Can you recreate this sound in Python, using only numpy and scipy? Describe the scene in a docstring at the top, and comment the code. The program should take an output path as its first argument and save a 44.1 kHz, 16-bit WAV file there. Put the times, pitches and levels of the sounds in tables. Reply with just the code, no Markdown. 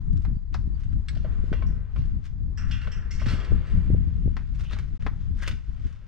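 """Mountain wind, made of filtered noise, buffets two microphone ports throughout; pines hiss behind it.
First come dry clacks from the left (snaps with echoes) and two faint bird whistles (wavering sines).
From about 1.1 s a man hooks a chained sign across the steel stairs of a lookout tower: knocks, clinks and,
near 3 s, the swinging chain drive ringing modes. He then rustles and walks off over gritty rock, with thuds
and crackling grains; two more clacks fall among his steps, and the sound drops out briefly near 5 s."""
import sys
import numpy as np
from scipy import signal
from scipy.fft import rfft, irfft
from scipy.io import wavfile
from scipy.ndimage import uniform_filter1d, map_coordinates

SR = 44100
rng = np.random.default_rng(int(sys.argv[2]) if len(sys.argv) > 2 else 0)


def unload_audio(sound):
    """Save the sound as a 16-bit wav file, at the path given as the first command line argument."""
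    columns = np.transpose(np.atleast_2d(sound))
    # keep every value between -1 and 1, then stretch to whole-number steps
    steps = np.round(np.clip(columns, -1, 1) * 32767)
    wavfile.write(sys.argv[1], SR, steps.astype(np.int16))


N = 267687
T = np.arange(N) / SR  # time in seconds
HALF = SR // 2  # samples in half a second


def gain(db):
    """Turn decibels into a factor."""
    return 10 ** (np.asarray(db) / 20)


def unit(x):
    """Scale to an rms of 1."""
    return x / np.sqrt(np.mean(x ** 2))


def struck(x):
    """Scale a ring so that its first hundredth of a second has an rms of 1."""
    return x / np.sqrt(np.mean(x[:SR // 100] ** 2))


def colour(x, points):
    """Filter with a (Hz, dB) curve; the minimum-phase filter never sounds ahead of its input."""
    hz, db = np.transpose(points)
    size = 8192
    log_bins = np.log(np.fft.rfftfreq(size, 1 / SR) + 1)
    curve = gain(np.interp(log_bins, np.log(hz), db))
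    cepstrum = irfft(np.log(curve))
    # folding the cepstrum forward gives minimum phase
    cepstrum[1:size // 2] *= 2
    cepstrum[size // 2 + 1:] = 0
    response = irfft(np.exp(rfft(cepstrum)))
    return signal.fftconvolve(x, response)[:len(x)]


def band(x, hz, q):
    """One resonance; a higher q is narrower."""
    w = 2 * np.pi * min(hz, SR / 3) / SR
    a = np.sin(w) / (2 * q)
    return signal.lfilter([a, 0, -a], [1 + a, -2 * np.cos(w), 1 - a], x)


def add(track, s, x):
    """Mix a sound into a track at time s."""
    i = int(s * SR)
    x, i = x[max(-i, 0):], max(i, 0)
    track[i:i + len(x)] += x[:N - i]


def fade(t60, length):
    """Exponential decay that falls 60 dB in t60 seconds."""
    return np.exp(-np.log(1000) * T[:length] / t60)


def burst(t60):
    """Half a second of dying noise."""
    return rng.standard_normal(HALF) * fade(t60, HALF)


def dying_sine(hz, t60, length):
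    """One mode of a ringing body, from a random phase."""
    return np.sin(2 * np.pi * (hz * T[:length] + rng.random())) * fade(t60, length)


def grains(length, rate, spread_db):
    """Random tiny impacts of uneven size, about rate per second."""
    chance, size = rng.random(length), rng.standard_normal(length)
    impacts = np.sign(size) * gain(spread_db * np.minimum(abs(size), 2))
    return unit((chance < rate / SR) * impacts + 1e-9)


def through(force, response):
    """Drive a body with a force; the body's response has unit energy."""
    return signal.fftconvolve(force, response / np.linalg.norm(response))[:len(force)]


def walk(rate):
    """Random levels held 1 / rate seconds and smoothed twice; spread near 1."""
    k = int(SR / rate)
    held = np.repeat(rng.standard_normal(N // k + 1), k)
    return 1.67 * uniform_filter1d(uniform_filter1d(held, k), k)[:N]


def swell(s, rise_s, fall_s):
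    """Exponential rise to a peak at time s, then an exponential fall."""
    return np.exp(np.minimum((T - s) / rise_s, (s - T) / fall_s))


# Knocks on the stairs. Each row: start in seconds, dull blow level in dB, contact centre in Hz,
# ring of the stairs in dB, ring of the tread in dB, place along the tread from 0 to 1.
KNOCKS = [(1.165, -65, 650, -70.5, -52, 0.52), (1.246, -45, 640, -52.5, -41.5, 0.47),
          (1.528, -37, 1021, -52.5, -37, .5), (1.623, -47.5, 1163, -67, -40.5, 0.38),
          (1.961, -46, 1090, -67, -50, 0.38), (2.872, -44, 1330, -72.5, -46, 0.01),
          (3.216, -42, 1200, -75.5, -44.5, 0.24), (3.259, -51, 1480, -43.5, -53, 0.37)]
# Tone of the dull blow. Each row: frequency in Hz, relative level in dB.
KNOCK_COLOUR = [(150, -1), (330, 8.5), (480, 13), (620, 11), (800, -7), (1100, 4), (1280, -0.5),
                (1520, 1.5), (1850, -7), (2300, 1), (3500, -4), (5500, -11), (12000, -38)]
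# Clinks of hook and chain, and the bright edge of a knock.
# Each row: start in seconds, tick level in dB, ring level in dB, brightness in Hz,
# ping of the links in dB, shaking of the stairs in dB, note of the struck part in Hz, its level in dB.
CLINKS = [(1.152, -55.5, -72, 3600, -76, -76.5, 1382, -68),
          (1.172, -54, -65, 4400, -73, -77.5, 1390, -66.5), (1.53, -61.5, -55, 2800, -69, -65.5, 1953, -50),
          (1.666, -67, -81.5, 5530, -64.5, -73, 7560, -81),
          (1.983, -71.5, -63.5, 4190, -77, -81, 3840, -72),
          (2.574, -59, -51.5, 1800, -51, -49.5, 1312, -54),
          (2.711, -43, -43.5, 2860, -54, -54.5, 3377, -44),
          (2.815, -49.5, -58, 2800, -66.5, -55, 2825, -53.5),
          (2.915, -54.5, -54.5, 2400, -52.5, -56, 3015, -52),
          (3.108, -55.5, -49.5, 6100, -52.5, -63.5, 2120, -46.5),
          (3.196, -50.5, -54.5, 2500, -54.5, -60, 2143, -49.5),
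          (3.26, -44.5, -51.5, 3950, -54.5, -64, 3844, -49),
          (3.285, -44, -45.5, 3980, -58, -59.5, 4244, -47),
          (3.4, -52.5, -55, 3110, -68.5, -58, 3260, -51.5),
          (3.447, -50.5, -61, 4100, -73, -70.5, 2463, -62)]
# Tone of loose chain links. Each row: frequency in Hz, relative level in dB.
LINK_COLOUR = [(700, -17), (1500, 11.5), (3200, -2.5), (4600, -2.5), (5500, -5.5), (6400, -22), (8000, -12),
               (9300, -20), (11000, -18.5), (15000, -42)]
GATE_S = 1.085  # when the gate of the hook snaps


def steelwork(knock_t60=0.079, tick_t60=0.051, build_s=0.002):
    """Knocks, clinks and the chain set the steel stairs ringing; the metal of a clink builds up in a moment."""
    out, rings = np.zeros(N), stair_rings(count=5)
    build_up = 1 - np.exp(-T[:HALF] / build_s)
    for k, (s, db, hz, ring_db, tread_db, place) in enumerate(KNOCKS):
        blow = struck(band(colour(burst(knock_t60), KNOCK_COLOUR), hz, q=0.788))
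        ring = struck(band(rings[k % len(rings)], hz, q=0.47))
        add(out, s, gain(db) * blow)
        add(out, s, gain(tread_db) * tread(hz, place))
        add(out, s, gain(ring_db) * ring)
    for k, (s, tick_db, metal_db, hz, ping_db, ring_db, note_hz, note_db) in enumerate(CLINKS):
        tick = struck(band(colour(burst(tick_t60), LINK_COLOUR), hz, q=0.7))
        metal = gain(metal_db) * struck(band(metal_response(), hz, q=1.9))
        metal = metal + gain(ping_db) * ping() + gain(note_db) * struck_part(note_hz)
        shaking = struck(band(rings[k % len(rings)], 1596, q=2.9))
        add(out, s, gain(tick_db) * tick)
        add(out, s, build_up * metal)
        add(out, s, gain(ring_db) * shaking)
    add(out, GATE_S, gate())
    return out + sum(chain(stairs) for stairs in rings) / np.sqrt(len(rings))


def stair_rings(count):
    """Several rings of the stairs, alike in tone, each with fresh phases and noise."""
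    return [stair_response() for _ in range(count)]


# Clear modes of the stairs. Each row: frequency in Hz, relative level in dB.
STAIR_MODES = [(610, 1), (655, -7.5), (1034, 15), (1077, 5.5), (1238, -2), (1313, 12), (1513, 2),
               (1552, 11.5), (1743, 6.5), (1894, 6), (2067, 1), (2374, -3), (2611, -1), (2790, -14.5),
               (2853, -2.5), (3332, -11)]
# Tone of the crowd of weaker modes. Each row: frequency in Hz, relative level in dB.
STAIR_COLOUR = [(150, -20), (350, 12), (620, 4), (820, -1.5), (1080, 5), (1700, 2.5), (2300, -2),
                (3300, -8), (4600, -13), (5600, -17.5), (8000, -21), (12000, -46.5)]
# How long the stairs ring. Each row: frequency in Hz, time to fall 60 dB in seconds.
STAIR_T60 = [(400, 2.09), (1300, 1.556), (2600, 2), (5000, 1.5), (10000, 0.33)]


def stair_response(modes_db=-11):
    """Clear modes within a crowd of weak ones; the highest treble dies first."""
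    length = 2 * SR

    def t60(hz):
        return np.interp(hz, *np.transpose(STAIR_T60))

    clear = sum(gain(db) * dying_sine(hz, t60(hz), length) for hz, db in STAIR_MODES)
    noise, bins = rfft(rng.standard_normal(length)), np.fft.rfftfreq(length, 1 / SR)
    crowd = np.zeros(length)
    for low_hz in 125 * 2 ** np.arange(7):  # one octave of noise at a time
        octave = irfft(noise * (bins >= low_hz) * (bins < 2 * low_hz))
        crowd += octave * fade(t60(low_hz * np.sqrt(2)), length)
    return gain(modes_db) * unit(clear) + unit(colour(crowd, STAIR_COLOUR))


# Modes of a single tread, lowest first.
# Each row: frequency in Hz, relative level in dB, time to fall 60 dB in seconds.
TREAD_MODES = [(627.9, -1.5, 0.06), (1067.3, -2.5, .09), (1513, 1.5, 0.033), (2237, -4.5, .07)]
TREAD_FOCUS = 4.4  # how narrowly the contact picks among the modes


def tread(hz, place, contact_s=.0004):
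    """A tread rings briefly; the place and contact frequency of the blow choose among its modes."""
    ring = 0
    for k, (mode_hz, db, t60) in enumerate(TREAD_MODES):
        contact = 1 / np.hypot(1, TREAD_FOCUS * (mode_hz / hz - hz / mode_hz))
        shape = np.sin((k + 1) * np.pi * place)  # a mode stays silent when hit where it stands still
        ring = ring + gain(db) * contact * shape * dying_sine(mode_hz, t60, HALF)
    return struck(ring * (1 - np.exp(-T[:HALF] / contact_s)))


# Clusters of modes of hook and links. Each row: centre in Hz, nominal width in Hz, relative level in dB.
METAL_MODES = [(1400, 380, -8.5), (1938, 210, 1.5), (2658, 350, 6), (3330, 340, -0.5), (4200, 460, -3),
               (5298, 390, -3.5), (5800, 1600, -2.5), (6800, 350, -8), (7600, 300, -10.5)]


def metal_response(t60=0.437, links_db=-15, vary_db=2):
    """Hook and links ring in clusters of close modes; each clink stirs them differently."""
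    clusters = np.zeros(HALF)
    for hz, width, db in METAL_MODES:
        level = gain(db + vary_db * rng.standard_normal())
        ring = band(band(burst(t60), hz, hz / width), hz, hz / width / 2)
        clusters += level * unit(ring)
    return unit(clusters) + gain(links_db) * unit(colour(burst(t60), LINK_COLOUR))


# Ping of the links, a tight cluster of modes. Each row: frequency in Hz, relative level in dB.
PING_COLOUR = [(4000, -40), (4900, -19), (5150, -3), (5350, 1), (5850, -2.5), (6150, -15), (6800, -25),
               (7750, -18), (9000, -38)]


def ping(t60=0.364):
    """Alike links ring together in one shimmering band, strongest at the instant they meet."""
    meeting = 1 + gain(1) * fade(.06, HALF)
    shimmer = unit(colour(rng.standard_normal(SR), PING_COLOUR))[-HALF:]
    return shimmer * fade(t60, HALF) * meeting


def struck_part(hz, t60=0.224, q=11):
    """The struck part adds a narrow, beating note of its own."""
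    note = unit(band(band(rng.standard_normal(SR), hz, q), hz, q))
    return note[-HALF:] * fade(t60, HALF)


# Modes of the hook's gate. Each row: frequency in Hz, relative level in dB, time to fall 60 dB in seconds.
GATE_MODES = [(1447, -3, 0.035), (1643, -3, 0.079), (2128, 1, 0.06), (3448, 1, 0.0137), (4030, -10, 0.3),
              (4380, -11, 0.052), (5030, -11, 0.07), (5580, -17, 0.18), (7850, -10.5, 0.068),
              (10450, -36, 0.11)]
GATE_DB = -41.5


def gate(tick_db=-1, tick_t60=0.0185, q=14):
    """The sprung gate shuts with a tick and buzzes briefly in its resonances."""
    ring = np.zeros(HALF)
    for hz, db, t60 in GATE_MODES:
        ring += gain(db) * struck(band(band(burst(t60), hz, q), hz, q / 2))
    tick = band(colour(burst(tick_t60), LINK_COLOUR), 5130, q=1.0)
    return gain(GATE_DB) * (struck(ring) + gain(tick_db) * struck(tick))


# The chain slides, drops and swings out.
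# Each row: peak time in seconds, level in dB, rise in seconds, fall in seconds.
RATTLES = [(2.837, -48.5, 0.011, 0.0555), (3.302, -39, 0.075, 0.048), (3.681, -49, 0.043, 0.088)]
# Tone of grit, also lent to the ticks of the links. Each row: frequency in Hz, relative level in dB.
GRIT_COLOUR = [(200, 16), (600, 6.5), (850, -2.5), (1300, 4), (2000, 0), (3500, -7.5), (5500, -10),
               (8000, -18.5), (11000, -27), (15000, -30.5)]
HARDNESS = 0.39  # gentle collisions are duller: dB of ticks and shimmer lost per dB of motion
JINGLE_HZ, JINGLE_DB = 10470, -28.5  # the highest ring of colliding links


def chain(stairs, stairs_db=-1, links_db=-5, links_t60=0.21, ticks_db=-3):
    """In each rattle links collide at random: each ticks, shimmers briefly and shakes the stairs."""
    motion = sum(gain(db) * swell(s, rise, fall) for s, db, rise, fall in RATTLES)
    vigour = motion / motion.max()
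    force = grains(N, rate=75, spread_db=0.5) * motion
    sharp = force * vigour ** HARDNESS
    link_body = colour(burst(links_t60), LINK_COLOUR)
    jingle_body = band(band(burst(0.11), JINGLE_HZ, q=11), JINGLE_HZ, q=11)
    tick_body = band(colour(burst(0.017), GRIT_COLOUR), 2700, q=1.0)
    return (gain(stairs_db) * through(force, stairs)
            + gain(links_db) * through(sharp, link_body)
            + gain(JINGLE_DB) * through(force * vigour, jingle_body)
            + gain(ticks_db) * through(sharp, tick_body))


# Short scuffs and rustles, and a small rattle just before a clink.
# Each row: middle in seconds, level in dB, half length in seconds, brightness in Hz.
SHORT_RUBS = [(0.129, -68.5, 0.0024, 5000), (0.173, -60, 0.00394, 5890), (0.238, -67.5, 0.0175, 5020),
              (0.534, -55.5, 0.0028, 2493), (0.823, -64, 0.0319, 2200), (0.93, -56, 0.0034, 1940),
              (1.124, -62, 0.0262, 2480), (2.027, -68, 0.074, 1900), (2.259, -57, 0.00927, 4820),
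              (2.697, -58.5, 0.012, 3180), (4.555, -62.5, 0.0058, 4510), (4.597, -63.5, 0.0039, 5000),
              (4.606, -52, 0.0065, 4500), (4.642, -57.5, 0.0069, 4120), (4.729, -44.5, 0.01137, 2277),
              (4.794, -50.5, 0.00847, 2206), (5.022, -51.5, 0.0089, 1900), (5.393, -61.5, 0.0166, 4420),
              (5.43, -47.5, 0.0083, 4970), (5.479, -43, 0.00626, 4100), (5.863, -59.5, 0.0137, 4000),
              (5.985, -67, 0.174, 1600)]
# Heels on rock. Each row: start in seconds, level in dB, centre in Hz,
# snap of a grain of grit against the thud in dB.
HEELS = [(4.712, -47.5, 1295, -8), (4.766, -49, 1100, -20), (4.786, -48.5, 2040, -18),
         (5.423, -43.5, 1800, -8), (5.477, -34.5, 2170, -5), (5.512, -44, 2835, -16.5)]
DRAG_DB, DRAG_STRETCH = -19.5, 4.3  # a softer swell around each rub, this many times as long
SNAP_HZ = 7000  # brightness of the grit that snaps under a heel


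def footwork(scatter_db=-13, scatter_t60=0.332, crack_db=-8):
    """Heels thud, short rubs crackle in swells of grains, cloth rustles, and all scatters off the rocks."""
    out, t = clothes() + grinding(), T[:HALF] - 1 / 4
    for s, db, half, hz in SHORT_RUBS:
        rub = band(colour(grains(len(t), rate=2600, spread_db=12.5), GRIT_COLOUR), hz, q=0.47)
        # a few grains crack, sharper and brighter than the rub
        cracks = band(colour(grains(len(t), rate=120, spread_db=22.0), GRIT_COLOUR), 3 * hz, q=0.38)
        pressure = 1 / np.cosh(t / half) + gain(DRAG_DB) / np.cosh(t / (half * DRAG_STRETCH))
        add(out, s + t[0], gain(db) * (unit(rub) + gain(crack_db) * unit(cracks)) * pressure)
    snap = struck(band(colour(signal.unit_impulse(len(t)), GRIT_COLOUR), SNAP_HZ, q=0.28))
    for s, db, hz, snap_db in HEELS:
        thud = struck(band(colour(burst(0.0553), GRIT_COLOUR), hz, q=1.17))
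        add(out, s, gain(db) * (thud + gain(snap_db) * snap))
    rocks = band(burst(scatter_t60), 2100, q=0.28)
    return out + gain(scatter_db) * through(out, rocks)


# A sole grinds over grit. Each row: middle in seconds, level in dB, half length in seconds, centre in Hz.
GRINDS = [(4.661, -59, 0.0158, 2810), (4.697, -54.5, 0.0068, 2900), (4.733, -47.5, 0.0068, 3810),
          (5.434, -42.5, 0.014, 1582), (5.462, -51.5, 0.0208, 3050)]


def grinding(q=2.82):
    """Grit sticks and slips under a turning sole and rings one narrow resonance."""
    out, t = np.zeros(N), T[:HALF] - 1 / 4
    for s, db, half, hz in GRINDS:
        slips = band(band(grains(len(t), rate=1500, spread_db=17.0), hz, q), hz, q)
        add(out, s + t[0], gain(db) * unit(slips) / np.cosh(t / half))
    return out


# Clothes rustle while he handles the sign and while he walks off.
# Each row: start in seconds, end in seconds, level in dB.
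RUSTLES = [(1.174, 1.614, -69.5), (4.017, 6.038, -68)]
RUSTLE_FADE_S = 0.054


def clothes(uneven_db=2):
    """Fine crackle of cloth that comes and goes with his movements."""
    moving = np.zeros(N)
    for start, end, db in RUSTLES:
        moving += gain(db) * np.clip(np.minimum(T - start, end - T) / RUSTLE_FADE_S, 0, 1)
    cloth = band(colour(grains(N, rate=2900, spread_db=9.5), GRIT_COLOUR), 2900, q=0.38)
    return moving * gain(uneven_db * walk(22)) * unit(cloth)


# Dry clacks. Each row: start in seconds, level in dB, brightness in Hz,
# rough body against the snap in dB, narrowness as a Q.
CLACKS = [(.251, -44.5, 1297, -26, 0.39), (0.543, -44, 5180, -21.5, 1.31),
          (0.546, -36.5, 1167, -19.5, 0.98), (4.368, -39, 2154, -26.5, 0.72),
          (5.0652, -31, 1335, -18, 0.803)]
# Tone of the clacks. Each row: frequency in Hz, relative level in dB.
CLACK_COLOUR = [(200, 15), (500, 3.5), (1100, 2), (1900, -1), (2800, -11), (5000, -14), (8000, -27.5),
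                (13000, -47)]
# The snap and its reflections from nearby steel. Each row: lag in seconds, relative level in dB.
CLACK_ECHOES = [(0, 0), (.0039, -7), (.0067, -9), (.0076, -11)]


def clacks(tail_db=-34, tail_t60=0.293, tail_hz=2600, body_t60=0.0665):
    """A sharp snap, its early reflections and a short, thin scatter through the tower."""
    out = np.zeros(N)
    for s, db, hz, body_db, q in CLACKS:
        body = gain(body_db) * burst(body_t60)
        snap = body + gain(tail_db) * band(burst(tail_t60), tail_hz, q=0.29)
        for lag, echo_db in CLACK_ECHOES:
            snap[int(lag * SR)] += gain(echo_db)
        add(out, s, gain(db) * struck(band(colour(snap, CLACK_COLOUR), hz, q)))
    return out


# Basic strength of the wind. Each row: time in seconds, strength in dB.
WIND = [(0.0, -27), (0.36, -30), (0.46, -37), (0.58, -29.5), (1.68, -24.5), (1.88, -36), (1.96, -23.5),
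        (2.28, -34), (2.72, -26.5), (2.8, -33), (3.88, -24.5), (4.4, -32.5), (4.54, -26.5), (4.86, -30),
        (5.54, -28), (5.64, -37.5), (5.78, -31.5), (6.06, -42.5)]
# Gusts and lulls. Each row: middle in seconds, change of strength in dB, half length in seconds.
BUFFETS = [(0.132, 6.5, 0.0348), (0.222, -7, 0.0118), (0.305, 5, 0.0513), (0.646, 4, 0.0432),
           (0.954, 4.5, 0.027), (1.067, -5, 0.038), (2.431, 5.5, 0.0214), (2.873, 8, 0.0051),
           (2.977, 7, 0.0133), (3.036, -11, 0.0076), (3.272, 4, 0.073), (3.529, 10.5, 0.0222),
           (3.675, -7.5, 0.0328), (3.774, 5, 0.044), (3.928, 4.5, 0.031), (4.078, 5.5, 0.01126),
           (4.271, 8.5, 0.0316), (4.654, -9, 0.0096), (4.979, -9, 0.0155), (5.308, 4, 0.0125),
           (5.693, 8, 0.00866), (5.861, 13, 0.01044)]
# Tone of the low rumble. Each row: frequency in Hz, relative level in dB.
RUMBLE = [(12, -5.5), (25, -1), (45, 2), (70, -1.5), (110, -8.5), (160, -18), (240, -34), (400, -65.5),
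          (900, -96.5)]
# Tone of the small eddies. Each row: frequency in Hz, relative level in dB.
EDDIES = [(50, -7), (110, -7.5), (170, 6.5), (250, -4), (350, -15), (500, -27), (750, -38.5), (1500, -74.5)]
BREEZE_DB = -27  # strength of an ordinary breeze
RUMBLE_DB, EDDIES_DB = -0.735, -46.5  # rumble against the strength; eddies in an ordinary breeze
EDDY_GROWTH = 1.578  # dB of eddies per dB of wind strength
FLUTTER_DB, EDDY_FLUTTER_DB = 1.4, 1.8  # random unrest of the strength and of the eddies
FLUTTER_RATE = 24  # new random levels per second
SWEEP_S = .0006  # time an eddy takes from the right port to the left


def wind(rumble_db=(5.5, -2.5), eddies_db=(1, 5), puffs_db=(-.5, 2.5), own_db=-2):
    """One strength drives each port's own rumble and faster-growing eddies that sweep across the ports."""
    surges = sum(db * np.exp(-((T - s) / half) ** 2 / 2) for s, db, half in BUFFETS)
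    strength = np.interp(T, *np.transpose(WIND)) + surges + FLUTTER_DB * walk(FLUTTER_RATE)
    rumble = gain(strength + RUMBLE_DB)
    eddy_flutter = EDDY_FLUTTER_DB * walk(FLUTTER_RATE)
    eddies = gain(EDDIES_DB + EDDY_GROWTH * (strength - BREEZE_DB) + eddy_flutter)
    shared, hard, out = turbulence(EDDIES, steady_s=0.07), puffs(), []
    for r, e, p, lag in zip(rumble_db, eddies_db, puffs_db, (SWEEP_S, 0)):  # left, then right
        swirl = unit(shared + gain(own_db) * turbulence(EDDIES, steady_s=0.021))
        passing = gain(e) * eddies * swirl + gain(p) * hard
        passing = np.pad(passing, (int(lag * SR), 0), mode="edge")[:N]
        out.append(gain(r) * rumble * turbulence(RUMBLE, steady_s=0.038) + passing)
    return np.array(out)


def turbulence(points, steady_s, evenness=1.0):
    """Pressure noise of the wind, with its own slow swells evened out."""
    x = colour(rng.standard_normal(N + SR), points)[SR:]
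    power = uniform_filter1d(x ** 2, int(steady_s * SR)) + 1e-18
    return unit(x / power ** (evenness / 2))


# Single hard puffs. Each row: middle in seconds, level in dB, half length in milliseconds.
PUFFS = [(.283, -14.5, 1.265), (0.369, -18, 1.33), (0.676, -23, 0.9), (1.441, -24, 0.543),
         (1.519, -14.5, 0.71), (1.996, -17, 1.383), (3.268, -13.5, 1.015), (3.337, -14, 1.06),
         (3.521, -15.5, 0.43), (3.903, -12.5, 0.64), (3.937, -7.5, 1.38), (3.948, -14.5, 0.487),
         (4.261, -18.5, 0.684), (4.278, -19, 0.462)]


def puffs():
    """Each is a pressure peak with a shallow suction on either side."""
    out, t = np.zeros(N), T[:SR // 10] - 1 / 20
    for s, db, half_ms in PUFFS:
        u = (t * 1000 / half_ms) ** 2
        add(out, s + t[0], gain(db) * (np.exp(-u / 2) - 0.28 * np.exp(-u / 20)))
    return out


# Tone of air in the pines. Each row: frequency in Hz, relative level in dB.
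PINES = [(200, 6.5), (500, 1.5), (800, -4), (1150, 2), (1800, -3.5), (2600, -14), (5000, -17.5),
         (7500, -25.5), (10000, -43), (15000, -58)]
PINES_DB, PINES_GROWTH = -66, 0.737  # level in an ordinary breeze; dB per dB of wind strength


def pines():
    """Air in the trees hisses, rising and falling gently with the basic wind."""
    db = PINES_DB + PINES_GROWTH * (np.interp(T, *np.transpose(WIND)) - BREEZE_DB)
    return gain(db) * unit(colour(rng.standard_normal(N), PINES))


# A faint far bird. Each row: start in seconds, length in seconds, pitch in Hz, level in dB.
WHISTLES = [(.315, .23, 4630, -77), (.675, .29, 4620, -79)]


def bird(waver=.002, flutter_db=6.5, octave_db=-21):
    """Thin, level whistles that swell quickly, fade slowly and waver a little."""
    out = np.zeros(N)
    for s, length, hz, db in WHISTLES:
        t = T[:int(length * SR)]
        wavering = unit(band(rng.standard_normal(SR), 40, q=0.72))[:len(t)]
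        pitch = hz * (1 + waver * wavering)
        phase = 2 * np.pi * np.cumsum(pitch) / SR
        tone = np.sin(phase) + gain(octave_db) * np.sin(2 * phase)
        add(out, s, gain(db) * np.sin(np.pi * np.sqrt(t / length)) ** 2 * tone)
    return out * gain(flutter_db * walk(50))


# Sound scattered by the tower and the rocks. Each row: frequency in Hz, relative level in dB.
SCATTER = [(500, -6), (1500, -5), (3000, -2), (6000, 1), (12000, 0)]


def ports(x, pan_db, scatter_db, lag_s):
    """Two close ports: the left hears a little later, and each gets its own scattered sound."""
    left = map_coordinates(x, [np.arange(N) - lag_s * SR], order=3)
    scattered = np.array([through(x, colour(burst(.07), SCATTER)) for _ in range(2)])
    balance = gain(np.array([[pan_db], [-pan_db]]) / 2)  # positive pan favours the left
    return balance * (np.array([left, x]) + gain(scatter_db) * scattered)


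AHEAD_LAG_S, LEFT_LAG_S = 2.9e-5, 1.2e-5  # how much later the left port hears


def scene():
    """Stairs and steps ahead, clacks to the left, wind over everything."""
    stairs = ports(steelwork() + bird(), pan_db=0, scatter_db=-3.5, lag_s=AHEAD_LAG_S)
    steps = ports(footwork(), pan_db=.5, scatter_db=-3.5, lag_s=AHEAD_LAG_S)
    dry_clacks = ports(clacks(), pan_db=4.5, scatter_db=-9, lag_s=LEFT_LAG_S)
    trees = ports(pines(), pan_db=2.0, scatter_db=4.0, lag_s=LEFT_LAG_S)
    return wind() + stairs + steps + dry_clacks + trees


# An instant of silence: it runs from the first time to the second, both in seconds.
DROPOUT = (4.977, 4.995)
TOP_HZ = 15500  # nearly nothing is left above this


def record(dry):
    """The sound fades in at once, drops out for an instant, and loses its highest treble to a steep filter."""
    live = uniform_filter1d(1. * ((T < DROPOUT[0]) | (T > DROPOUT[1])), size=128)
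    opening = np.minimum(T / .01, 1)
    top_cut = signal.ellip(8, .2, 70, TOP_HZ, fs=SR, output="sos")
    return signal.sosfilt(top_cut, dry * live * opening)


dry = scene()
out = record(dry)
unload_audio(out)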